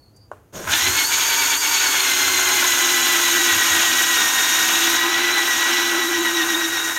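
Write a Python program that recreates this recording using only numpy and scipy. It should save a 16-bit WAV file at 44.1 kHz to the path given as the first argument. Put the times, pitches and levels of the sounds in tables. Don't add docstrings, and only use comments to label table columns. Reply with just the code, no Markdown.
import sys
import numpy as np
from scipy import signal
from scipy.fft import rfft, irfft, next_fast_len
from scipy.io import wavfile
from scipy.ndimage import uniform_filter1d, map_coordinates

SR = 44100
rng = np.random.default_rng(int(sys.argv[2]) if len(sys.argv) > 2 else 0)


def put_to_file(sound):
    columns = np.atleast_2d(sound).T
    safe = np.clip(columns, -1, 1)
    whole_steps = np.round(safe * 32767)
    wavfile.write(sys.argv[1], SR, whole_steps.astype(np.int16))


N = 308114
TIME = np.arange(N) / SR

MESH_ORDER = 1 / .1762
USUAL_HZ = 345
FULL_TRIGGER_S = .655

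# t/s, f/Hz (turns per second)
WORKING_SPEED = [(1.0, 404), (1.15, 415), (1.45, 401), (1.85, 397), (2.1, 369), (2.6, 364), (2.68, 352),
                 (3.0, 351), (3.7, 335), (4.13, 339), (4.2, 327), (4.75, 332), (5.33, 350), (5.57, 336),
                 (5.76, 346), (6.2, 342), (6.38, 334), (6.99, 333)]
# t/s, level/dB
HAND_PRESSURE = [(.8, -2.5), (1.0, 0), (1.2, -1.1), (1.65, -0.9), (2.1, -0.1), (3.3, 0.5), (3.9, 0.3),
                 (4.35, -0.5), (4.85, 1), (5.25, 0.9), (5.55, -1), (5.75, 1.5), (5.9, -0.8), (6.05, -3),
                 (6.5, -3), (6.99, -8)]
# t/s, level/dB
TREBLE_LEVEL = [(2, 1), (3.05, 2), (3.7, 1.5), (4.5, 1.2), (4.9, 1), (5.05, -5.3), (5.28, -5.5), (5.52, -2),
                (5.75, -4), (6.1, -5), (6.99, -4.5)]


def undb(db):
    return 10 ** (np.asarray(db) / 20)


def unit(x):
    return x / np.sqrt(np.mean(x ** 2))


def curve(table, order=1):
    rows = np.array(table)
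    return np.interp(TIME, rows[:, 0], rows[:, order])


def noise():
    return rng.standard_normal(N)


def walk(rate):
    k = max(int(SR / rate), 2)
    steps = np.repeat(rng.standard_normal(N // k + 1), k)
    return unit(uniform_filter1d(steps, k)[:N])


def ring(hz, centre, width):
    return 1 / (1 + (2 * (hz - centre) / width) ** 2)


def colour(x, spectrum, modes=()):
    size = next_fast_len(N)
    f = np.arange(size // 2 + 1) * SR / size + 1
    hz, db = np.transpose(spectrum)
    shape = np.interp(np.log(f), np.log(hz), db)
    for centre, width, lift in modes:
        shape = shape + lift * ring(f, centre, width)
    return unit(irfft(rfft(x, size) * undb(shape), size)[:N])


def cycle(turns):
    return np.cos(2 * np.pi * turns)


def impacts(turns):
    at = np.flatnonzero(np.diff(np.floor(turns)) > 0)
    clicks = np.zeros(N)
    clicks[at] = rng.standard_normal(len(at))
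    return unit(clicks)


def fade(start, decay):
    return (TIME >= start) * np.exp(-np.maximum(TIME - start, 0) / decay)


def scatter(x, decay):
    tail = rng.standard_normal(SR // 2) * np.exp(-TIME[:SR // 2] / decay)
    return signal.fftconvolve(x, tail / np.linalg.norm(tail))[:N]


def outdoors():
    # f/Hz, relative level/dB per Hz
    air = [(25, -41), (50, -6), (100, 3), (170, -10.5), (340, -11), (900, -21), (2000, -31.5), (4000, -38),
           (5600, -38), (6600, -32), (7900, -40), (9400, -37), (13200, -36), (15500, -40)]
    # t/s, length/s, level/dB
    buffets = [(0.708, 0.049, -38), (0.9, 0.082, -36.5), (2.402, 0.2, -48), (3.563, 0.036, -35),
               (3.732, .05, -40)]
    # f/Hz, relative level/dB per Hz
    rumble = [(15, -55), (30, -31), (45, -15), (65, -3), (82, 3), (102, 4), (135, -11), (200, -14),
              (400, -15), (1500, -55)]
    air_db = -53.5
    gusts = sum(undb(db) * np.exp(-((TIME - at) / length) ** 2) for at, length, db in buffets)
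    return undb(air_db + walk(5)) * colour(noise(), air) + gusts * colour(noise(), rumble)


def bird():
    # start t/s, end t/s, start f/Hz, end f/Hz, level/dB
    notes = [(-.06, 0.13, 4450, 4360, -58.5), (.12, 0.29, 4690, 4730, -59)]
    octave_db, hedge_db, hedge_decay_s = -20, -3.5, .03
    out = np.zeros(N)
    for start, end, from_hz, to_hz, db in notes:
        along = np.clip((TIME - start) / (end - start), 0, 1)
        turns = np.cumsum(from_hz + (to_hz - from_hz) * along) / SR
        turns = turns + .17 * walk(400)
        envelope = np.sin(np.pi * along) * (1 + 0.54 * walk(152))
        whistle = cycle(turns) + undb(octave_db) * cycle(2 * turns)
        out += undb(db) * envelope * whistle
    return out + undb(hedge_db) * scatter(out, hedge_decay_s)


def tick():
    # f/Hz, relative level/dB per Hz
    tick_band = [(4500, -25), (6000, 0), (7200, 0), (8000, -7), (9300, -3), (11000, -10), (15000, -16)]
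    start_s, decay_s, level_db = .163, .012, -54
    return undb(level_db) * fade(start_s, decay_s) * colour(noise(), tick_band)


def trigger():
    # t/s, peak level/dB before colouring
    knocks = [(0.3162, -15.5), (0.3175, -24), (0.325, -30), (.3342, -28)]
    # f/Hz, relative level/dB, t60/s
    handle_modes = [(457, -20, 0.11), (610, -11, 0.083), (760, -1, 0.0097), (1100, 8, 0.017),
                    (1440, -2, 0.019), (2780, -8, 0.038)]
    # f/Hz, relative level/dB
    knock_colour = [(150, -26), (450, 9), (1600, 1), (2200, -12), (4500, -14), (7000, 7), (14000, -1)]
    # f/Hz, relative level/dB per Hz
    yard = [(150, -20), (400, 7), (1500, -3), (2300, -15), (5000, -26), (7000, -22), (14000, -27)]
    yard_db, yard_decay_s = -45.5, 0.067
    out = np.zeros(N)
    for start, db in knocks:
        age = np.maximum(TIME[:SR] - start, 0)
        ringing = 0
        for hz, gain, t60 in handle_modes:
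            ringing = ringing + undb(gain - 60 * age / t60) * np.sin(2 * np.pi * hz * age)
        out[:SR] -= undb(db) * ringing / np.abs(ringing).max()
    out = colour(out, knock_colour) * out.std()
    echo = undb(yard_db) * fade(knocks[0][0], yard_decay_s) * colour(noise(), yard)
    return out + echo


def motor_speed():
    creep_hz, run_up_s, shape = 115, .08, .65
    age = np.maximum(TIME - FULL_TRIGGER_S, 0)
    remaining = np.exp(-(age / run_up_s) ** shape)
    return curve(WORKING_SPEED) + (creep_hz - curve(WORKING_SPEED)) * remaining


def grip():
    # t/s, length/s, level/dB
    grips = [(0.75, .018, 2), (0.865, .024, 2.8), (0.922, 0.025, -3.5), (1.073, 0.031, -8),
             (1.592, 0.027, -8.5)]
    return sum(db * np.exp(-((TIME - at) / length) ** 2) for at, length, db in grips)


def pressure():
    return curve(HAND_PRESSURE) + grip()


def work_db(part, lag=.037):
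    engage_s, surge_decay_s = .009, 0.13
    db, creep_db, surge_db, per_speed, per_pressure = part
    age = TIME - FULL_TRIGGER_S - lag
    engaged = (1 + np.tanh(age / engage_s / 2)) / 2
    surge = engaged * np.exp(-np.maximum(age, 0) / surge_decay_s)
    speed_db = 20 * np.log10(curve(WORKING_SPEED) / USUAL_HZ)
    start_db = creep_db * (1 - engaged) + surge_db * surge
    return db + start_db + per_speed * speed_db + per_pressure * pressure()




def slack_clunk():
    # f/Hz, relative level/dB per Hz
    clunk_band = [(60, -13), (130, -9), (180, -2), (260, -10), (350, -3), (480, -8), (620, -3), (800, -15),
                  (1400, -15), (3000, -46)]
    envelope = np.exp(-np.abs(TIME - .555) / 0.15)
    return undb(-32.5) * envelope * colour(noise(), clunk_band)


def rotor_hum(turns):
    # t/s, level/dB
    hum_level = [(.6, -42), (.78, -37.5), (1, -52), (1.6, -52), (2.3, -37), (2.9, -35.5), (3.5, -34),
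                 (4.45, -41.5), (4.75, -34), (4.92, -30), (5.27, -31.5), (5.5, -41), (5.8, -30.5),
                 (6.02, -31.5), (6.25, -29), (6.6, -27), (6.99, -40.5)]
    unbalance = unit(motor_speed() ** 2)
    tone = np.sqrt(2) * cycle(turns + 0.1 * walk(40))
    return unbalance * tone * undb(curve(hum_level) + 2.35 * walk(22))


def fan():
    # f/Hz, relative level/dB per Hz
    fan_band = [(5000, -27.5), (5950, -32), (6250, 0.5), (6800, 1.5), (7100, -7), (7500, -15), (9000, -47)]
    fan_part = (-27, -19, -3, 1.2, 0.35)
    level_db = work_db(fan_part) + 1.1 * curve(TREBLE_LEVEL)
    return colour(noise(), fan_band) * undb(level_db + 1.3 * walk(70))


def brushes(turns, load):
    # f/Hz, relative level/dB per Hz
    brush_band = [(1500, -23.5), (4500, -10), (7400, -7), (8000, -13.5), (9300, -10), (10300, -14.5),
                  (10800, -18.5), (11500, -16), (12300, -12.5), (13200, -9), (14300, -21.5), (15700, -20)]
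    # f/Hz, width/Hz, lift/dB
    brush_modes = [(8450, 910, 5), (13120, 920, 5.8)]
    brush_part = (-26, -16.5, 0, -0.26, 0.08)
    commutator_bars = 6
    scrape = noise() * (1 + 0.057 * cycle(commutator_bars * turns) + 0.12 * cycle(turns))
    level_db = work_db(brush_part) + curve(TREBLE_LEVEL) + 0.033 * load
    return colour(scrape, brush_band, brush_modes) * undb(level_db + 0.75 * walk(120))


def pad(turns, speed, load):
    # f/Hz, relative level/dB per Hz
    lens = [(500, -25), (1600, -4.5), (2300, 0), (2800, 1), (3600, 1), (4100, -1.5), (4600, -9), (5200, -6),
            (6500, -40), (12000, -50)]
    # f/Hz, width/Hz, lift/dB
    lens_modes = [(2930, 130, 2.4), (3440, 160, 3.6)]
    # f/Hz, relative level/dB per Hz
    chuck_band = [(4800, -51), (5350, -13), (5560, 5), (5820, -1.5), (6050, 3), (7000, -42)]
    rub_part, chuck_part = (-24.5, -18, 5, 0.4, 1.5), (-34, -11, 4, 0, 0.9)
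    chuck_hz, chuck_width_hz, chuck_lift_db = 5515, 660, 4.5
    bite_share, bite_per_db = 0.023, 0.1868
    drag_db = (bite_share - bite_per_db * curve(HAND_PRESSURE)) * load
    slips = noise() * undb(1.05 * walk(1500) + 1.2 * walk(150)) * (1 + 0.13 * cycle(turns))
    rub_db = work_db(rub_part) + 0.34 * curve(TREBLE_LEVEL) + drag_db
    rub = colour(slips, lens, lens_modes) * undb(rub_db + 1.0 * walk(35))
    lift_db = chuck_lift_db * ring(3 * MESH_ORDER * speed, chuck_hz, chuck_width_hz)
    chuck_db = work_db(chuck_part) + lift_db + drag_db
    chuck = colour(slips, chuck_band) * undb(chuck_db + 1.5 * walk(40))
    return rub + chuck


def gears(turns, speed, load):
    # t/s, level/dB
    whine_level = [(1, 1.5), (2.4, -2), (3.2, -0.5), (4.3, 1), (4.85, -3), (5.3, 3), (5.85, 0.5), (6.5, -1),
                   (6.99, -3.5)]
    # multiple of the motor speed, relative level/dB
    weak_orders = [(.75, -48), (2.293, -44), (3, -42), (3.67, -40.5), (4.54, -41.5), (6.82, -41.5),
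                   (8.1, -41.5), (8.6, -40.5), (9.08, -47), (10.2, -52)]
    # f/Hz, relative level/dB per Hz
    gearbox = [(60, -39), (200, -59), (255, -5.5), (420, -5.5), (540, -11), (700, -4), (900, -1),
               (1200, -6), (1700, -1.5), (2200, -1.5), (2700, -5.5), (5000, -19)]
    # f/Hz, width/Hz, lift/dB
    gearbox_modes = [(306, 49, 1.7), (1037, 104, 8.5), (1302, 32, 6.5), (1485, 250, 11.9), (1646, 120, 4.3)]
    mesh_part, octave_part, rattle_part = (-27.5, -26, -2, 5.4, 0.28), (-31, -40, -3, 0.8, 0.1), (-24.5, -10, 5.5, 0.7, 0.68)
    case_hz, case_width_hz, case_lift_db = 3710, 81, 3.5
    tooth_ring_hz, tooth_ring_width_hz, tooth_lift_db = 920, 41, 11
    mesh_db_per_hz, rattle_db_per_hz = 0.18, 0.05
    slowed_hz = USUAL_HZ - curve(WORKING_SPEED)

    run_up = np.exp(-((TIME - .8) / 0.15) ** 2)
    mesh = turns * MESH_ORDER + (.04 + .18 * run_up) * walk(90) + .035 * walk(500)
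    whine_db = work_db(mesh_part) + curve(whine_level) + mesh_db_per_hz * slowed_hz
    whine_db = whine_db + 1.2 * grip()
    tone = undb(whine_db + load + 2.04 * walk(130)) * cycle(mesh)

    case_db = case_lift_db * ring(2 * MESH_ORDER * speed, case_hz, case_width_hz)
    octave_db = work_db(octave_part) + case_db + 0.032 * load
    backlash = .085 * walk(130)
    octave = undb(octave_db + 3.64 * walk(90)) * cycle(2 * mesh + backlash)

    others = 0
    for order, db in weak_orders:
        lift_db = tooth_lift_db * ring(order * speed, tooth_ring_hz, tooth_ring_width_hz)
        wobbling = cycle(order * turns + 0.15 * walk(60))
        others = others + undb(db + lift_db + 2.96 * walk(35)) * wobbling

    effort = undb(work_db(rattle_part, lag=0.0095) + rattle_db_per_hz * slowed_hz)
    knocks = impacts(mesh) * (1 + 0.085 * cycle(turns))
    rattle = colour(knocks, gearbox, gearbox_modes) * undb(0.045 * load + 1.2 * walk(30))
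    tones = tone + octave + others * unit(effort * speed ** 2)
    return np.sqrt(2) * tones + effort * rattle


def wing_echo(x):
    echo_s, echo_share = .0042, .28
    high_pass = signal.butter(2, 1800, "high", fs=SR, output="sos")
    treble = signal.sosfilt(high_pass, x)
    lag = echo_s * (1 + 0.033 * walk(2)) * SR
    return x + echo_share * map_coordinates(treble, [np.arange(N) - lag], order=3)


def drill():
    # t/s, angle/pad turns, scale of the load swing/dB
    tilt = [(0.85, 0.04, 1.1), (1.1, 0.82, 10.6), (1.25, 0.45, 3.1), (1.55, 0.43, 7.4), (2.0, 0.42, 0.9),
            (2.15, 0.85, 3.3), (2.95, 0.85, 4.4), (3.15, 1.45, 3.6), (4.2, 1.36, 3.9), (4.85, 1.24, 0.2),
            (5.4, 1.43, 5.4), (5.8, 1.46, 2.8), (6.4, 1.53, 7.3), (6.99, 1.2, 3.2)]
    start_s, gear_ratio = .523, 42.4
    sag_hz_per_db, sag_at_hz, sag_power = 1.5, 400, 4
    grip_hz_per_db = 1.4
    steady = motor_speed()
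    pad_angle = np.cumsum(steady) / SR / gear_ratio - curve(tilt)
    swing = curve(tilt, order=2)
    load = swing * (0.85 * cycle(pad_angle) - 0.13 * cycle(2 * pad_angle))
    sag = sag_hz_per_db * swing * (steady / sag_at_hz) ** sag_power
    speed = steady - sag * np.sin(2 * np.pi * pad_angle) - grip_hz_per_db * grip()
    turns = np.cumsum(speed) / SR
    running = np.clip((TIME - start_s) / 0.037, 0, 1)
    motor = brushes(turns, load) + fan() + rotor_hum(turns) + slack_clunk()
    return running * (gears(turns, speed, load) + wing_echo(pad(turns, speed, load) + motor))


def scene():
    mono = outdoors() + bird() + tick() + trigger() + drill()
    return np.array([mono, mono])


def record(dry):
    ceiling, top_hz = .7, 15750
    rounded = dry / (1 + (dry / ceiling) ** 4) ** (1 / 4)
    low_pass = signal.ellip(10, .05, 70, top_hz, fs=SR, output="sos")
    return signal.sosfiltfilt(low_pass, rounded)


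dry = scene()
out = record(dry)
put_to_file(out)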